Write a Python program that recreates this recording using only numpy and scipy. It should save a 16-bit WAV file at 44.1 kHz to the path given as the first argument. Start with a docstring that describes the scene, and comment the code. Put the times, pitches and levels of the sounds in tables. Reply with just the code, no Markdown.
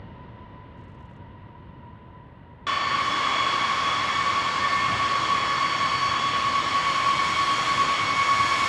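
"""A jet bomber taxis on a desert airfield. First it is far off: dull exhaust rumble under the thin whine
of idling fans, slowly fading. At 0.8 s, a faint dry ticking nearby. At 2.7 s the place changes abruptly
and the aircraft rolls close by: each fan turns at its own speed, so the blade tones beat over the
brightening rush of intakes and exhausts. Near 7.1 s the fans fall in step and the whine surges."""
import sys
import numpy as np
from scipy import signal
from scipy.fft import irfft
from scipy.io import wavfile
from scipy.ndimage import uniform_filter1d

SR = 44100
rng = np.random.default_rng(int(sys.argv[2]) if len(sys.argv) > 2 else 0)


def store_wav(level_fs):
    """Save 16-bit WAV to argv[1]."""
    pcm = np.round(np.clip(np.atleast_2d(level_fs), -1, 1) * 32767)
    wavfile.write(sys.argv[1], SR, pcm.T.astype(np.int16))


N = 382788
TIME_S = np.arange(N) / SR
NEAR_START_S, IN_STEP_S = 2.667, 7.089
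NEAR_MID_S = (NEAR_START_S + TIME_S[-1]) / 2

# Table levels are relative; the functions add their own gains.
# Far jet noise: freq_hz, density_db
FAR_SPECTRUM = [(25, -91), (45, -78.5), (75, -65), (130, -66), (250, -74), (400, -80), (570, -80.5),
                (750, -86), (1500, -89.5), (2500, -98.5), (3500, -101.5), (5000, -117.4), (7000, -125.4),
                (14500, -139.3)]
# Its humps and one dip: centre_hz, width_hz, height_db
FAR_BANDS = [(962, 50, 11), (1943, 85, 8), (2870, 146, 5), (3360, 31, -5)]
# Far fade: rumble_db_per_s, roar_db_per_s, hiss_db_per_s
FAR_FADES = (2, 1.57, 3)
# Idling fans: pitch_hz, level_db
IDLE_TONES = [(565, -67.5), (922, -67.5), (953, -56.5), (991, -76), (998, -56), (1013, -63)]
# Repeated tick figure: offset_s, level_db
TICKS = [(0, -72), (.015, -72), (.036, -70), (.065, -68)]
# Near jet noise: freq_hz, density_db
NEAR_SPECTRUM = [(25, -87.5), (50, -77.5), (100, -61), (200, -67), (300, -64.5), (420, -70), (520, -65),
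                 (750, -66), (1500, -63.5), (3000, -67.5), (3800, -72.5), (5000, -75.5), (6000, -81),
                 (7200, -83), (10000, -97), (14500, -121)]
# Blades chopping turbulence: centre_hz, width_hz, height_db
BLADE_BANDS = [(1122, 115, 9.5), (2175, 103, 4.5), (3330, 120, 4.5), (4480, 130, 4), (5420, 163, 3),
               (6660, 190, 3)]
# Near midrange: time_s, unscaled_level_db
ROAR_CURVE = [(2.72, -39), (3.1, -39), (3.18, -36.5), (4.89, -39), (5.0, -38), (6.02, -40), (8.62, -37.5)]
# Near treble: time_s, level_db
HISS_CURVE = [(2.72, -57), (2.83, -60), (3.06, -54), (6.05, -53.5), (6.14, -54.5), (7.67, -48.5),
              (8.08, -52), (8.62, -46.5)]
# Low gusts: centre_s, gain_db
GUSTS = [(4.62, 4), (4.95, 3.6), (6.08, 2.5)]
# Blade-passing pitch, sagging as the aircraft comes abreast. fan: base_hz, sag_hz_per_s, extra_hz, settle_s
FAN_PITCHES = {"A": (1125.30, 1.364, 16.867, 1.604), "B": (1117.906, .362, 4.823, 2.608),
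               "C": (1120.066, 2.121, 7.638, .93), "D": (1081, 1.5, 15.5, 1.4), "E": (1075, .3, 1, 1),
               "F": (1071, 3.3, 1, 1)}
# Fan strength. fan: main_db, overtone_db
FAN_GAINS = {"A": (.2, 0), "B": (-1.2, 0.41), "C": (-.2, -0.61), "D": (-9.5, 0), "E": (-8.5, -5.5),
             "F": (-12, -9.5)}
# Tones of each fan ("inner": a deeper blade row). partial: pitch_ratio, level_db
BLADE_PARTIALS = {"main": (1, -29.5), "inner": (1.593, -48.5), "2nd": (2, -45.5), "3rd": (3, -49.5),
                  "4th": (4, -53.3), "5th": (5, -60.5), "6th": (6, -65.5), "7th": (7, -74), "8th": (8, -80)}
# Intake beams and gaps sweeping past: centre_s, fan, partial, half_width_s, gain_db
INTAKE_BEAMS = [(3.1, "C", "main", 1.0, -12), (3.1, "D", "main", 1.2, 9.5), (3.4, "E", "main", .9, 4),
                (6.45, "B", "main", 0.3, -7), (2.997, "A", "3rd", 0.87, 11), (3.3, "E", "4th", 0.69, 16),
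                (3.5, "B", "3rd", 0.33, 12.5), (4.103, "B", "3rd", 0.19, 13.5),
                (3.502, "D", "2nd", 0.34, 9.5), (4.65, "A", "inner", 0.75, 9), (4.75, "D", "2nd", .4, 9.5),
                (5.887, "B", "4th", 0.35, 10.5), (7.2, "D", "4th", 0.64, 9), (8.4, "C", "2nd", 0.72, 9.5)]
# Compressor whistle: time_s, pitch_hz, level_db
WHISTLE_CURVE = [(2.67, 3030, -42), (4.2, 3042, -57), (5.5, 2996, -46.5), (7.0, 3032, -43.5),
                 (8.68, 3040, -62)]


def gain_of(db):
    """Decibels to amplitude."""
    return 10 ** (np.asarray(db) / 20)


def unit_rms(x):
    """Scale to rms 1."""
    return x / np.sqrt(np.mean(abs(x) ** 2) + 1e-20)


def follow(curve):
    """A curve's value columns, interpolated per sample."""
    time_s, *columns = np.transpose(curve)
    return [np.interp(TIME_S, time_s, column) for column in columns]


def swell(centre_s, half_width_s):
    """Gaussian bump of height 1."""
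    return np.exp(-((TIME_S - centre_s) / half_width_s) ** 2)


def drift(rate_hz, bins=2000):
    """Smooth random motion up to about rate_hz, rms 1."""
    hz = np.fft.rfftfreq(N, 1 / SR)[:bins]
    spectrum = (rng.standard_normal(bins) + 1j * rng.standard_normal(bins)) / (1 + (hz / rate_hz) ** 2)
    slow = unit_rms(irfft(spectrum, 4 * bins))
    return np.interp(np.arange(N), np.linspace(0, N, len(slow)), slow)


def jet_noise(spectrum, bands, levels_db, hiss_hz, patch_db, gust_db):
    """Noise mottled by turbulence; levels_db moves rumble, roar and hiss about their means."""
    frame_s = np.arange(N // 512 + 3) * 512 / SR
    hz = np.fft.rfftfreq(2048, 1 / SR)
    freq_hz, density_db = np.transpose(spectrum)
    db = np.interp(np.log(hz + 1), np.log(freq_hz), density_db)
    db = db + sum(height * np.exp(-.5 * ((hz - centre) / width) ** 2) for centre, width, height in bands)
    rumble_db, roar_db, hiss_db = (np.interp(frame_s, TIME_S, c - c.mean())[:, None] for c in levels_db)
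    low = 1 / (1 + (hz / 250) ** 4)
    high = np.clip((hz - 1500) / (hiss_hz - 1500), 0, 2)  # air absorbs treble most
    db = db + low * rumble_db + (1 - low) * (roar_db + high * (hiss_db - roar_db))
    real, imag, patches = rng.standard_normal((3, len(frame_s), len(hz)))
    patches = uniform_filter1d(patches, size=7, axis=0)
    patches = unit_rms(uniform_filter1d(patches, size=12, axis=1))
    frames = (real + 1j * imag) * gain_of(db + patch_db * patches)
    noise = signal.istft(frames.T, SR, nperseg=2048, noverlap=1536, scaling="psd")[1][:N]
    return noise * gain_of(gust_db * drift(rate_hz=14))


def far_levels_db():
    """Steady fades of the far rumble, roar and hiss."""
    return [rate * (NEAR_START_S / 2 - np.minimum(TIME_S, NEAR_START_S)) for rate in FAR_FADES]


def far_rush(cutoff_hz=5100):
    """Distant jet noise; the long path takes the top treble."""
    noise = jet_noise(FAR_SPECTRUM, FAR_BANDS, far_levels_db(), hiss_hz=4300, patch_db=.4, gust_db=.24)
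    return signal.sosfilt(signal.butter(4, cutoff_hz, fs=SR, output="sos"), gain_of(-2.5) * noise)


def blade_tone(pitch_hz, level_db, flicker_db, smear_rad, in_step=False):
    """A tone through hot, moving air, which shakes its level and phase."""
    cycles = np.cumsum(pitch_hz * np.ones(N)) / SR
    cycles -= np.interp(IN_STEP_S, TIME_S, cycles) if in_step else rng.random()
    amplitude = np.sqrt(2) * gain_of(level_db + flicker_db * drift(rate_hz=6.2))
    return amplitude * np.sin(2 * np.pi * cycles + smear_rad * drift(rate_hz=4.7))


def far_whine(gain_db=-3):
    """Idling fans, blurred by the long path over hot ground, fading with the roar."""
    fade_db = far_levels_db()[1]
    return sum(blade_tone(hz, db + gain_db + fade_db, flicker_db=3.5, smear_rad=1)
               for hz, db in IDLE_TONES)


def ticking(start_s=.775, period_s=.108, repeats=4, rise_s=.005, gain_db=-9, grit_db=5):
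    """Tiny scratchy treble bursts, each a clump of uneven clicks."""
    ticks = [(start_s + k * period_s + offset_s, db) for k in range(repeats) for offset_s, db in TICKS]
    peak_s, level_db = np.transpose(ticks)
    age = np.maximum(TIME_S[:2 * SR] - peak_s[:, None] + rise_s, 0) / rise_s
    bursts = (gain_of(level_db + gain_db)[:, None] * age * np.exp(1 - age)).sum(0)
    grit = rng.standard_normal(N) * gain_of(grit_db * rng.standard_normal(N))
    fizz = signal.sosfilt(signal.butter(2, [4500, 8000], "bandpass", fs=SR, output="sos"), grit)
    return unit_rms(fizz) * np.pad(bursts, (0, N - len(bursts)))


def near_rush(rise_db=2.5, rise_s=.8, roar_scale=.67):
    """Close intakes and exhausts: the rumble builds and gusts, the hiss brightens."""
    rumble_db = -rise_db * np.exp(-np.maximum(TIME_S - NEAR_START_S, 0) / rise_s)
    rumble_db += sum(db * swell(centre_s, half_width_s=.05) for centre_s, db in GUSTS)
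    levels_db = rumble_db, roar_scale * follow(ROAR_CURVE)[0], follow(HISS_CURVE)[0]
    noise = jet_noise(NEAR_SPECTRUM, BLADE_BANDS, levels_db, hiss_hz=8500, patch_db=1.04, gust_db=.08)
    return gain_of(-.77) * noise


def fan_tone(fan, partial, gain_db, flicker_db, smear_rad):
    """One sagging partial of one fan, louder in its beams, softer in its gaps."""
    base_hz, sag_hz_per_s, extra_hz, settle_s = FAN_PITCHES[fan]
    ratio, partial_db = BLADE_PARTIALS[partial]
    age_s = np.maximum(TIME_S - NEAR_START_S, 0)
    blade_hz = base_hz - sag_hz_per_s * age_s + extra_hz * np.exp(-age_s / settle_s)
    beam_db = sum(db * swell(centre_s, half_width_s)
                  for centre_s, f, p, half_width_s, db in INTAKE_BEAMS if (f, p) == (fan, partial))
    level_db = gain_db + partial_db + beam_db
    return blade_tone(ratio * blade_hz, level_db, flicker_db, smear_rad, in_step=partial == "main")


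def near_whine(gain_db=-1.43, approach_db_per_s=.75):
    """Three fans close in pitch throb; three slower ones add a quick flutter."""
    db = gain_db + approach_db_per_s * (TIME_S - NEAR_MID_S)
    return sum(fan_tone(fan, "main", db + main_db, flicker_db=1, smear_rad=.22)
               for fan, (main_db, _) in FAN_GAINS.items())


def compressor_whistle():
    """A thin tone near 3 kHz that comes and goes."""
    return blade_tone(*follow(WHISTLE_CURVE), flicker_db=0, smear_rad=.42)


def fan_overtones(gain_db=-.15, lobe_db=3, lobe_hz=.8):
    """Higher blade tones, wavering as weak beams pass; the highest grow on approach."""
    out = np.zeros(N)
    for partial, (ratio, _) in list(BLADE_PARTIALS.items())[1:]:
        approach_db_per_s = np.log(ratio / 2)
        trend_db = gain_db + approach_db_per_s * (TIME_S - NEAR_MID_S)
        for fan, (_, overtone_db) in FAN_GAINS.items():
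            db = trend_db + overtone_db + lobe_db * drift(lobe_hz)
            out += fan_tone(fan, partial, db, flicker_db=2.5, smear_rad=.35)
    return out


def scene(crossfade_s=.001):
    """The distant aircraft, then at once the close one."""
    far = far_rush() + far_whine() + ticking()
    near = near_rush() + near_whine() + compressor_whistle() + fan_overtones()
    near_share = np.clip((TIME_S - NEAR_START_S) / crossfade_s, 0, 1)
    return ((1 - near_share) * far + near_share * near)[None]


def record(dry, hiss_gain_db=-89.5, hiss_cutoff_hz=12000, cutoff_hz=14900):
    """Faint self-noise, then a steep band limit."""
    hiss = signal.sosfilt(signal.butter(6, hiss_cutoff_hz, fs=SR, output="sos"),
                          rng.standard_normal(dry.shape))
    lowpass = signal.firwin(511, cutoff_hz, window=("kaiser", 9), fs=SR)
    return signal.oaconvolve(dry + gain_of(hiss_gain_db) * hiss, lowpass[None], "same")


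dry = scene()
out = record(dry)
store_wav(out)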